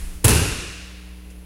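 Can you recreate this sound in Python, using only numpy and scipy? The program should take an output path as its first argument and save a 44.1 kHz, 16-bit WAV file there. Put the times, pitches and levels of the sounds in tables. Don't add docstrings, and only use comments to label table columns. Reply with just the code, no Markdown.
import sys
import numpy as np
from scipy import signal
from scipy.fft import rfft, irfft
from scipy.io import wavfile

SR = 44100
rng = np.random.default_rng(int(sys.argv[2]) if len(sys.argv) > 2 else 0)


def log_audio(samples):
    frames = np.atleast_2d(samples).T
    limited = np.clip(frames, -1, 1)
    pcm = np.round(limited * 32767).astype(np.int16)
    wavfile.write(sys.argv[1], SR, pcm)


N = 63945
LANDING_S = 0.2435


def undb(db):
    return 10 ** (np.asarray(db) / 20)


def since(start):
    return np.maximum(np.arange(N) / SR - start, 0)


def along(hz, points, axis=1):
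    points = np.array(points, float)
    log_hz = np.log(np.maximum(hz, 1))
    return np.interp(log_hz, np.log(points[:, 0]), points[:, axis])


def noise(colour):
    hz = np.arange(N // 2 + 1) * SR / N
    low_cut = np.minimum(hz / colour[0][0], 1) ** 2
    gain = undb(along(hz, colour)) * low_cut
    random_phase = np.exp(2j * np.pi * rng.random(len(hz)))
    x = irfft(gain * random_phase, N)
    return x / x.std()


def decay_time(t60):
    return t60 / np.log(1000)


def burst(start, rise, decay):
    t = since(start)
    return (1 - np.exp(-t / rise)) * np.exp(-t / decay)


def ring(modes, rise):
    t = since(LANDING_S)
    out = 0
    for hz, db, t60 in modes:
        envelope = burst(LANDING_S, rise, decay_time(t60))
        out = out + undb(db) * envelope * np.sin(2 * np.pi * hz * t)
    return out


# start in seconds, level in dB relative to SLAP_DB, decay time constant in seconds.
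SLAPS = [(0.2419, -8, 0.0018), (0.2443, 1, 0.0045), (0.2513, -2.5, 0.0074), (.2645, -7, 0.0016),
         (0.2815, -5, 0.0061), (0.2805, 10, 0.001), (0.2881, -10.5, 0.013)]
# frequency in Hz, relative spectrum level in dB.
SLAP_COLOUR = [(300, 6), (500, 4.5), (950, 4.5), (2000, -4.5), (3500, -1), (5000, -6), (8200, 3), (9500, 1),
               (10600, 7.5), (11800, -3.5), (15500, -6.5)]
SLAP_DB, SLAP_RISE_S = -4, 0.0013


def slaps():
    power = 0
    for start, db, decay in SLAPS:
        power = power + (undb(db) * burst(start, SLAP_RISE_S, decay)) ** 2
    return undb(SLAP_DB) * np.sqrt(power) * noise(SLAP_COLOUR)


# pitch in Hz, level in dB before the rise softens it, time to fall 60 dB in seconds.
KNOCK_MODES = [(331, -6.5, 0.04), (464, -8.5, 0.071)]
KNOCK_RISE_S = 0.0026


def padding_knock():
    return ring(KNOCK_MODES, KNOCK_RISE_S)


# pitch in Hz, level in dB before the rise softens it, time to fall 60 dB in seconds.
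FLOOR_MODES = [(58.67, -14, 0.6), (80, -23, 0.57), (111.6, -16, 0.55), (157.4, -22, 0.98),
               (207, -36.5, 0.3), (257, -25, 0.69), (431.5, -21, 0.46)]
# start in seconds, pitch in Hz, peak envelope level in dB, length in seconds.
HEAVES = [(0.2437, 101.9, -5.5, 0.0342), (0.28, 223, -19, .04), (0.313, 68.4, -15.5, 0.033),
          (0.344, 82, -10.5, 0.036), (0.399, 94.7, -18.5, 0.053), (.445, 111, -24.5, 0.069),
          (0.514, 57.6, -23.5, 0.027)]
FLOOR_RISE_S = 0.02


def floor():
    out = ring(FLOOR_MODES, FLOOR_RISE_S)
    for start, hz, db, length in HEAVES:
        t = since(start)
        swell = np.sin(np.pi * np.minimum(t / length, 1))
        out = out + undb(db) * swell * np.sin(2 * np.pi * hz * t)
    return out


# band centre in Hz, relative spectrum level in dB, time to fall 60 dB in seconds.
HALL = [(25, -8, .9), (50.7, 21, 0.6), (97, 18, 1.03), (161, 16, 0.63), (231, 8.5, 0.91), (398, 11.5, 0.93),
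        (685, -3.5, 1.16), (923, 7, 0.64), (1110, -4, 1.39), (1540, 0.5, 1.4), (2190, -5.5, 1.75),
        (2743, 4, 1.6), (3170, -7.5, 1.7), (3520, -5, 1.65), (5800, -4.5, 1.364), (8100, -4.5, 1.15),
        (10400, 1.5, .8), (10440, 2, 0.82), (11400, -4.5, 0.79), (15500, -16.5, 0.44)]
# start in seconds, level in dB before the build-up, build-up in seconds before the low lag.
HALL_FEEDS = [(0.245, -17, 0.0039), (0.282, -14, 0.0081)]
LOW_LAG_S, LOW_LAG_HZ = 0.015, 364


def hall():
    spectrum = rfft(noise(HALL))
    log_hz = np.log(np.maximum(np.arange(len(spectrum)) * SR / N, 1))
    centres = np.log([row[0] for row in HALL])
    out = 0
    for share, (hz, _, t60) in zip(np.eye(len(HALL)), HALL):
        band = irfft(spectrum * np.interp(log_hz, centres, share), N)
        lag = LOW_LAG_S / (1 + (hz / LOW_LAG_HZ) ** 2)
        power = 0
        for start, db, rise in HALL_FEEDS:
            power = power + (undb(db) * burst(start, rise + lag, decay_time(t60))) ** 2
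        out = out + band * np.sqrt(power)
    return out


EARLY_ROUGH_DB, EARLY_FADE_S, EARLY_GRAIN_S = 2, 0.17, 0.003


def clumps(start):
    knots = np.arange(0, N / SR, EARLY_GRAIN_S)
    flicker = np.interp(since(0), knots, rng.standard_normal(len(knots)))
    return undb(EARLY_ROUGH_DB * flicker * np.exp(-since(start) / EARLY_FADE_S))


# time in seconds, rms level in dB.
SWISH = [(0, -42.5), (0.032, -43.5), (.13, -47), (.2, -51), (.26, -54)]
# frequency in Hz, relative spectrum level in dB.
SWISH_COLOUR = [(150, 4), (400, 0), (800, -5), (1500, -1), (2400, -0.5), (3500, -4.5), (7000, -5),
                (10500, 0), (12500, -9), (15500, -27)]


def swish():
    times, db = np.array(SWISH).T
    return np.interp(since(0), times, undb(db), right=0) * noise(SWISH_COLOUR)


# frequency in Hz, relative spectrum level in dB.
FOOTWORK_COLOUR = [(15, 8.5), (35, 4.5), (70, 0), (120, -21.5), (250, -43.5)]
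FOOTWORK_DB, FOOTWORK_END_S = -30.5, 0.85


def footwork():
    fade = np.maximum(1 - since(0) / FOOTWORK_END_S, 0)
    return undb(FOOTWORK_DB) * fade * noise(FOOTWORK_COLOUR)


# frequency in Hz, relative spectrum level in dB.
TOUCH_COLOUR = [(250, -2), (450, 1), (750, -16), (1800, -14), (4000, -19.5), (10000, -15.5), (13000, -28)]
TOUCH_S, TOUCH_DB, TOUCH_DECAY_S = 1.3, -44, 0.017


def touch():
    return undb(TOUCH_DB) * burst(TOUCH_S, KNOCK_RISE_S, TOUCH_DECAY_S) * noise(TOUCH_COLOUR)


# multiple of the mains frequency, rms level in dB.
HUM = [(1, -39.5), (3, -47.5), (5, -55), (7, -64), (9, -70.5)]
# frequency in Hz, relative spectrum level in dB.
HISS = [(500, -0.5), (850, -2), (1500, -7.5), (2600, -3.5), (4000, -12), (6000, -16.5), (8500, -17.5),
        (10200, -4.5), (11200, -10), (12500, -16), (15500, -25)]
# frequency in Hz, relative spectrum level in dB.
RUMBLE_COLOUR = [(20, -2), (45, 9.5), (110, -2.5), (200, -12.5), (400, -8.5), (900, -29)]
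MAINS_HZ = 60
HISS_DB, RUMBLE_DB = -55, -49.5


def background():
    turn = 2 * np.pi * MAINS_HZ * since(0) - np.pi / 2
    hum = 0
    for multiple, db in HUM:
        hum = hum + np.sqrt(2) * undb(db) * np.cos(round(multiple) * turn)
    hiss = undb(HISS_DB) * noise(HISS)
    rumble = undb(RUMBLE_DB) * noise(RUMBLE_COLOUR)
    return hum + hiss + rumble


def scene():
    landing = slaps() + padding_knock() + floor()
    echoes = hall() * clumps(LANDING_S)
    movement = swish() + footwork() + touch()
    return (landing + echoes + movement + background())[None]


OVERLOAD = 0.53
TOP_HZ = 15800


def record(dry):
    held = dry / (1 + (dry / OVERLOAD) ** 6) ** (1 / 6)
    low_pass = signal.ellip(10, 0.2, 80, TOP_HZ, fs=SR, output="sos")
    return signal.sosfilt(low_pass, held)


dry = scene()
out = record(dry)
log_audio(out)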